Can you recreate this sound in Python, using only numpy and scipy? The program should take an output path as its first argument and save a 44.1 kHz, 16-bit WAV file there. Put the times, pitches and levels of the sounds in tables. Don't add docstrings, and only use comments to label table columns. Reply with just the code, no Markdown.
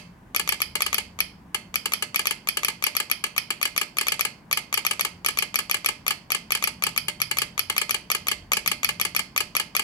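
import sys
import numpy as np
from scipy import signal
from scipy.fft import rfft, irfft
from scipy.io import wavfile
from scipy.ndimage import uniform_filter1d

SR = 44100
rng = np.random.default_rng(int(sys.argv[2]) if len(sys.argv) > 2 else 0)


def dump_mix(stems):
    frames = np.atleast_2d(stems).T
    limited = np.clip(frames, -1, 1)
    pcm = np.round(limited * 32767).astype(np.int16)
    wavfile.write(sys.argv[1], SR, pcm)


N = 433503

# close_s, held_s, key_level_db
MARKS = [(-0.13, 0.074, 3), (0.3472, 0.048, 0.3), (0.4754, 0.046, -0.6), (0.6032, 0.15, -4),
         (0.8058, 0.057, 1.5), (0.929, 0.052, 2.5), (1.1889, 0.356, -5), (1.7413, 0.115, -2.7),
         (1.9202, 0.103, -1.2), (2.1445, 0.048, -1), (2.2553, 0.053, 1), (2.4722, 0.098, -2.6),
         (2.6325, 0.05, 0.7), (2.824, 0.041, -2), (2.9512, 0.049, -4), (3.099, 0.14, -5.5),
         (3.3638, 0.14, -4), (3.6137, 0.039, -2.2), (3.763, 0.05, 0), (3.9695, 0.041, -2.7),
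         (4.0683, 0.051, 1.2), (4.1938, 0.056, 2), (4.512, 0.06, 1.8), (4.7269, 0.047, 0.9),
         (4.85, 0.06, 2), (4.9945, 0.054, 2.5), (5.2468, 0.038, -1.5), (5.3726, 0.05, 0.0),
         (5.5422, 0.046, -1.0), (5.6966, 0.046, -1), (5.8456, 0.041, -2.3), (6.065, 0.041, -0.1),
         (6.3036, 0.043, 0.5), (6.5057, 0.044, 0.2), (6.6246, 0.048, 0), (6.8226, 0.043, 0),
         (6.9622, 0.12, -3.5), (7.2016, 0.11, -5), (7.3701, 0.047, 0.2), (7.5779, 0.12, -0.5),
         (7.7645, 0.05, 0.9), (7.8936, 0.05, 0.5), (8.1011, 0.047, 3.2), (8.2691, 0.045, -0.5),
         (8.5182, 0.05, 7), (8.6607, 0.054, 1.7), (8.8313, 0.058, 1.5), (8.998, 0.052, 1),
         (9.1486, 0.043, -1), (9.3621, 0.042, 3), (9.5512, 0.046, 2.9), (9.7507, 0.043, 2.5)]
# centre_hz, half_width_hz, left_db, right_db, room_db
KEY_MODES = [(540, 340, -2, -0.5, -12), (896, 24, 9.5, -5, -10), (1180, 126, 12.5, 12.5, -3),
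             (1870, 260, -24, 2.5, -15), (2230, 176, 17, -8.5, -1), (2215, 81, 11, 17, -22),
             (2750, 96, 4, 3.5, -12), (3240, 79, 1.5, -5, -6), (3510, 420, 6.5, 3, -7),
             (4600, 280, 0.5, 3, -22), (5240, 340, -14.5, -9.5, -22), (6330, 430, 7, 2.5, -3.5),
             (6500, 280, 4, -22.5, -8.5), (7600, 390, -2, -5, -18.5), (8108, 890, -8.5, -30.5, -13.5),
             (9921, 520, -4, -20, -21), (11230, 999, 2, -28, -19), (13000, 860, -12.5, -19.5, -16.5),
             (14905, 999, -13.5, -23.5, -49)]
# centre_hz, half_width_hz, left_db, right_db, room_db
ANVIL_MODES = [(427, 140, -12, -1, -10), (776, 380, 1, -8, -7), (883, 405, -17.5, -19, -18),
               (1282, 76, 11, 16, 2), (1775, 58, 11.5, 14.5, 7), (2128, 35, 18, 17, 13),
               (2310, 79, 24, 13, 9), (2494, 76, 25, 23.5, 11.5), (3107, 260, 16, 14, 5),
               (3230, 170, -3, -4, 7), (4444, 150, 19, 18.5, 4), (4915, 570, -7, -8.5, 7.5),
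               (5094, 43, 12.5, 21, -11.5), (5860, 110, 11.5, 18.5, -11), (6230, 570, -1.3, -8.5, -11.5),
               (7680, 274, 10.5, 6, -3.5), (8800, 1200, -1, -2.5, -9.5), (9680, 340, 8.5, -27, -23.5),
               (10200, 173, 18.5, 8, 5), (10867, 439, -13, -9, -6.5), (11910, 450, 19, -8, -3.5),
               (12760, 381, 13.5, -8.5, -7.5), (13500, 540, -26.5, -14, -44.5)]
# centre_hz, half_width_hz, left_db, right_db, room_db
STOP_MODES = [(340, 172, 5, 5, 1.5), (861, 48, 12.5, 4.5, 5), (1220, 107, 13.5, 16, 6),
              (1695, 60, 16.5, 23, 6.5), (2120, 59, 21.5, 16, 14.5), (2377, 165, 20.5, 0, 11.5),
              (2928, 67, 25, 19, 7), (3137, 220, 15, 15, 6.5), (3800, 63, 9, 2.5, -11),
              (4630, 193, 16, 13, 3.5), (4500, 940, -13.5, 10.5, -0.5), (5680, 90, -9, -6, -18.5),
              (6060, 170, 10, -12, 0), (7070, 510, -10, 10, -6), (7717, 93, 20.5, 14.5, 5),
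              (8300, 51, 4.5, 16, -13), (8860, 800, 7, 1, -5), (10120, 236, 17, 4.5, 0),
              (12000, 460, -8, -24, -11), (12100, 1800, 6, -16.5, -14), (12900, 215, 3.5, 1, -14.5),
              (14556, 588, -1.5, -18, -33.5)]
# pitch_hz, anvil_db, stop_db
FRAME_TONES = [(601, -31, -23), (890, -33, -28.5), (1240, -38, -42.5), (1278, -28, -26.5),
               (2098, -24.5, -21), (2078, -27.5, -21), (2050, -38.5, -32.5), (2110, -20.5, -24.5),
               (2220, -14.5, -35), (2460, -15, -24), (2640, -28, -16.5), (2870, -29.5, -19.5),
               (3027, -13.5, -24.5), (3065, -32.5, -43), (3160, -30, -23), (4350, -43, -32),
               (4220, -31.5, -42), (4830, -12.5, -38), (4400, -32, -17.5), (4760, -32, -35),
               (5330, -35.5, -40.5), (7652, -32, -35.5), (9600, -35, -35)]
# freq_hz, gain_db
ECHO_COLOUR = [(300, -16), (1200, -12), (2400, -9), (5000, -6), (5800, 4), (6500, 5), (7500, -3),
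               (15000, -8)]
# freq_hz, t60_s
ROOM_T60 = [(300, 0.5), (1200, 0.24), (2400, 0.31), (5000, 0.34), (8000, 0.24), (12000, 0.23), (16000, .16)]
# freq_hz, left_minus_right_db
ROOM_LEAN = [(300, -0.5), (900, -3.5), (1600, -12.5), (2400, -5), (4000, -12), (6000, -14), (8000, -5.5),
             (10000, 0.5), (15000, -3)]
# freq_hz, relative_db
AIR_SPECTRUM = [(18, -38), (30, -11.5), (194, -3), (280, -7.5), (449, -16), (554, -17), (616, -16.5),
                (801, -15), (1040, -14), (1320, -22), (1540, -19), (4080, -37), (16000, -42)]
# freq_hz, correlation
AIR_CORRELATION = [(60, 0.89), (250, 0.94), (550, 0.51), (1600, .2), (5000, 0.22), (15000, .05)]
# time_s, deep_db, middle_db, upper_db
RUMBLE_LEVELS = [(0, -59, -64, -57.5), (0.35, -55.5, -60.5, -51), (0.75, -52, -64, -56),
                 (1.55, -55.5, -63.5, -51.5), (2.1, -64, -67, -53.5), (3.0, -68, -71, -61),
                 (4.7, -67, -62, -61), (5.2, -57.5, -64, -62), (6.2, -66, -61, -58.5),
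                 (6.85, -55, -55, -51.5), (7.4, -58, -50, -58), (7.95, -58, -67, -57), (8.4, -51, -65, -56),
                 (9.0, -57, -52, -50.5), (9.83, -56, -65, -58)]
# centre_hz, half_width_hz, relative_db
DEEP_MODES = [(42, 4.8, -1.5), (65, 7, -0.5), (92.3, 7.4, 0)]
MIDDLE_MODES = [(132, 9.2, 0)]
UPPER_MODES = [(172, 13, -0.5), (192, 8, -1.5), (213.5, 11, -1), (255, 16, -9)]

LEAD_SAMPLES = SR // 4
RIGHT_LAG_S, ECHO_DELAY_S = .00016, .0066


def telegraph():
    taps, pulls, releases = strokes()
    pitch_hz, anvil_db, stop_db = np.transpose(FRAME_TONES)
    key = blows(taps, KEY_MODES, rise_s=.00016, length_s=.0029, vary=.21, scatter=5.6,
                direct_db=.5, echo_db=-2.5, room_db=6)
    anvil = blows(pulls, ANVIL_MODES, rise_s=.0003, length_s=.002, vary=.25, scatter=1,
                  direct_db=.5, echo_db=-15.5, room_db=3,
                  ring=frame_ring(zip(pitch_hz, anvil_db), gain_db=-1, t60_s=.3, lean_db=-11.5))
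    stop = blows(rebounds(releases), STOP_MODES, rise_s=.00087, length_s=.0047, vary=.38, scatter=1,
                 direct_db=-1, echo_db=-12, room_db=1.5,
                 ring=frame_ring(zip(pitch_hz, stop_db), gain_db=2, t60_s=.32, lean_db=-9))
    return key + anvil + stop


def strokes(pull_s=.0148, pull_spread_s=.0003, lever_spread_db=.42):
    close_s, held_s, key_db = np.transpose(MARKS)
    late, down, up = rng.standard_normal((len(MARKS), 3)).T
    return (np.column_stack([close_s, key_db]),
            np.column_stack([close_s + pull_s + pull_spread_s * late, lever_spread_db * down]),
            np.column_stack([close_s + held_s, lever_spread_db * up]))


def rebounds(hits, softest_db=-19, range_db=6, earliest_s=.01, latest_s=.026):
    when, force = rng.random((len(hits), 2)).T
    delay_s = earliest_s + when * (latest_s - earliest_s)
    bounces = hits + np.column_stack([delay_s, softest_db + range_db * force])
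    return np.vstack([hits, bounces])


def blows(hits, modes, rise_s, length_s, vary, scatter, direct_db, echo_db, room_db,
          ring=0, split_hz=1500):
    usual = chatter(rise_s, length_s)
    scattered = unit_energy(usual + scatter * chatter(2 * rise_s, 1.277 * length_s))
    near, far = np.zeros((2, 1, LEAD_SAMPLES + N))
    for start_s, level_db in hits:
        variation = vary * chatter(3 * rise_s, length_s)
        at_s = start_s + LEAD_SAMPLES / SR
        add(near, at_s, amp(level_db) * unit_energy(usual + variation)[None])
        add(far, at_s + RIGHT_LAG_S, amp(level_db) * unit_energy(scattered + variation)[None])
    lowpass = signal.firwin(129, split_hz, fs=SR)[None]
    far = far + signal.oaconvolve(near - far, lowpass, "same")
    to_left, to_right, to_room = body(modes)
    direct = amp(direct_db) * convolve(np.vstack([near, far]), np.array([to_left, to_right]))
    echo = convolve(direct[1], minimum_phase(lambda hz: amp(echo_db + log_interp(ECHO_COLOUR, hz))))
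    add(direct, ECHO_DELAY_S, echo * [[0], [1]])
    tail = amp(room_db) * convolve(room_reverb(), to_room) + ring
    return (direct + convolve(near, tail))[:, LEAD_SAMPLES:]


def chatter(rise_s, length_s, samples=640, passes=8):
    t = np.arange(samples) / SR
    envelope = (1 - np.exp(-(t + 1 / SR) / rise_s)) * np.exp(-(t / length_s) ** 1.5)
    burst = rng.standard_normal(samples) * envelope
    for _ in range(passes):
        burst = irfft(np.exp(1j * np.angle(rfft(burst))))
        burst *= envelope / np.sqrt(uniform_filter1d(burst ** 2, size=40) + 1e-12)
    return unit_energy(burst)


def body(modes, cutoff_hz=290):
    centre_hz, width_hz, left_db, right_db, room_db = np.transpose(modes)[:, :, None]

    def response(level_db, half_width_hz):
        def gain(hz):
            peaks = amp(level_db) / (1 + ((hz - centre_hz) / half_width_hz) ** 2)
            return np.linalg.norm(peaks, axis=0) * hz ** 3 / np.hypot(hz ** 3, cutoff_hz ** 3)
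        return minimum_phase(gain)

    broad_hz = np.hypot(width_hz, 120)
    merged_db = room_db + 10 * np.log10(width_hz / broad_hz)
    return response(left_db, width_hz), response(right_db, width_hz), response(merged_db, broad_hz)


def frame_ring(partials, gain_db, t60_s, lean_db):
    t = np.arange(SR // 2) / SR
    tones = 0
    for pitch_hz, level_db in partials:
        path_s = rng.random((2, 1)) * .0003
        tones = tones + amp(level_db) * np.sin(2 * np.pi * (pitch_hz * (t + path_s) + rng.random()))
    decay = unit_energy(amp(-60 * t / t60_s))
    return amp(gain_db + lean_db * np.array([[.5], [-.5]])) * tones * decay


def room_reverb(early_gain=5, early_s=.007, build_s=.0042, shared_below_hz=650, fade_s=.33):
    t = np.arange(SR // 2) / SR
    hz, frame_s, frames = signal.stft(rng.standard_normal((2, len(t))), SR, nperseg=256)
    frames *= amp(-60 * frame_s / log_interp(ROOM_T60, hz)[:, None])
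    shared = 1 / (1 + (hz[:, None] / shared_below_hz) ** 4)
    frames[1] = shared * frames[0] + np.sqrt(1 - shared ** 2) * frames[1]
    tail = signal.istft(frames, SR, nperseg=256)[1][:, :len(t)]
    tail *= (1 + early_gain * np.exp(-t / early_s)) * (1 - np.exp(-(t / build_s) ** 2))
    spectrum, hz = rfft(tail), np.fft.rfftfreq(len(t), 1 / SR)
    spectrum /= np.sqrt(uniform_filter1d(abs(spectrum) ** 2, size=50, axis=1))
    lean = amp(np.outer([.5, -.5], log_interp(ROOM_LEAN, hz)))
    fade = np.exp(-(t / fade_s) ** 10)
    return fade * irfft(spectrum * lean / np.sqrt((lean ** 2).mean(0)))


def room_air(level_db=-51.5):
    hz = np.fft.rfftfreq(N, 1 / SR)
    left, independent = rfft(rng.standard_normal((2, N)))
    shared = log_interp(AIR_CORRELATION, hz)
    right = shared * left + np.sqrt(1 - shared ** 2) * independent
    colour = amp(log_interp(AIR_SPECTRUM, hz))
    return amp(level_db) * unit_rms(irfft(np.array([left, right]) * colour, N))


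def rumble(deep_trim_db=-1, middle_trim_db=-2):
    t = np.arange(N) / SR
    time_s, deep_db, middle_db, upper_db = np.transpose(RUMBLE_LEVELS)
    return (amp(deep_trim_db + np.interp(t, time_s, deep_db)) * boom(DEEP_MODES)
            + amp(middle_trim_db + np.interp(t, time_s, middle_db)) * boom(MIDDLE_MODES)
            + amp(np.interp(t, time_s, upper_db)) * boom(UPPER_MODES))


def boom(modes):
    hz = np.fft.rfftfreq(N, 1 / SR)
    peaks = [amp(db) / (1 + ((hz - centre_hz) / width_hz) ** 2) for centre_hz, width_hz, db in modes]
    return unit_rms(irfft(rfft(rng.standard_normal(N)) * np.linalg.norm(peaks, axis=0), N))


def hum(pitch_hz=174.3, level_db=-61.5, waver_hz=.8, waver_db=4):
    freq_hz = pitch_hz + waver_hz * band_noise(.5, 5)
    envelope = amp(waver_db * band_noise(.3, 2))
    return amp(level_db) * unit_rms(envelope * np.sin(2 * np.pi * np.cumsum(freq_hz) / SR))


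def band_noise(low_hz, high_hz):
    hz = np.fft.rfftfreq(N, 1 / SR) + 1
    attenuation = 1 + (low_hz / hz) ** 10 + (hz / high_hz) ** 10
    return unit_rms(irfft(rfft(rng.standard_normal(N)) / attenuation, N))


def amp(db):
    return 10 ** (np.asarray(db) / 20)


def unit_rms(x):
    return x / np.sqrt(np.mean(x ** 2) + 1e-20)


def unit_energy(x):
    return x / np.linalg.norm(x, axis=-1, keepdims=True)


def log_interp(table, hz):
    freq_hz, value = np.transpose(table)
    return np.interp(np.log(hz + 1), np.log(freq_hz + 1), value)


def add(mix, start_s, sound):
    part = mix[:, max(round(start_s * SR), 0):][:, :sound.shape[1]]
    part += sound[:, :part.shape[1]]


def convolve(x, response):
    return signal.oaconvolve(np.atleast_2d(x), np.atleast_2d(response), axes=1)[:, :x.shape[-1]]


def minimum_phase(gain_at, fft_size=4096):
    hz = abs(np.fft.fftfreq(fft_size, 1 / SR))
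    log_gain = np.log(np.maximum(gain_at(hz), 1e-5))
    return np.fft.ifft(np.exp(np.conj(signal.hilbert(log_gain)))).real[:fft_size // 2]


def scene():
    return telegraph() + room_air() + rumble() + hum()


def record(dry, cutoff_hz=16200):
    lowpass = signal.firwin(255, cutoff_hz, window=("kaiser", 9), fs=SR)[None]
    return signal.oaconvolve(np.clip(dry, -1, 1), lowpass, "same")


dry = scene()
out = record(dry)
dump_mix(out)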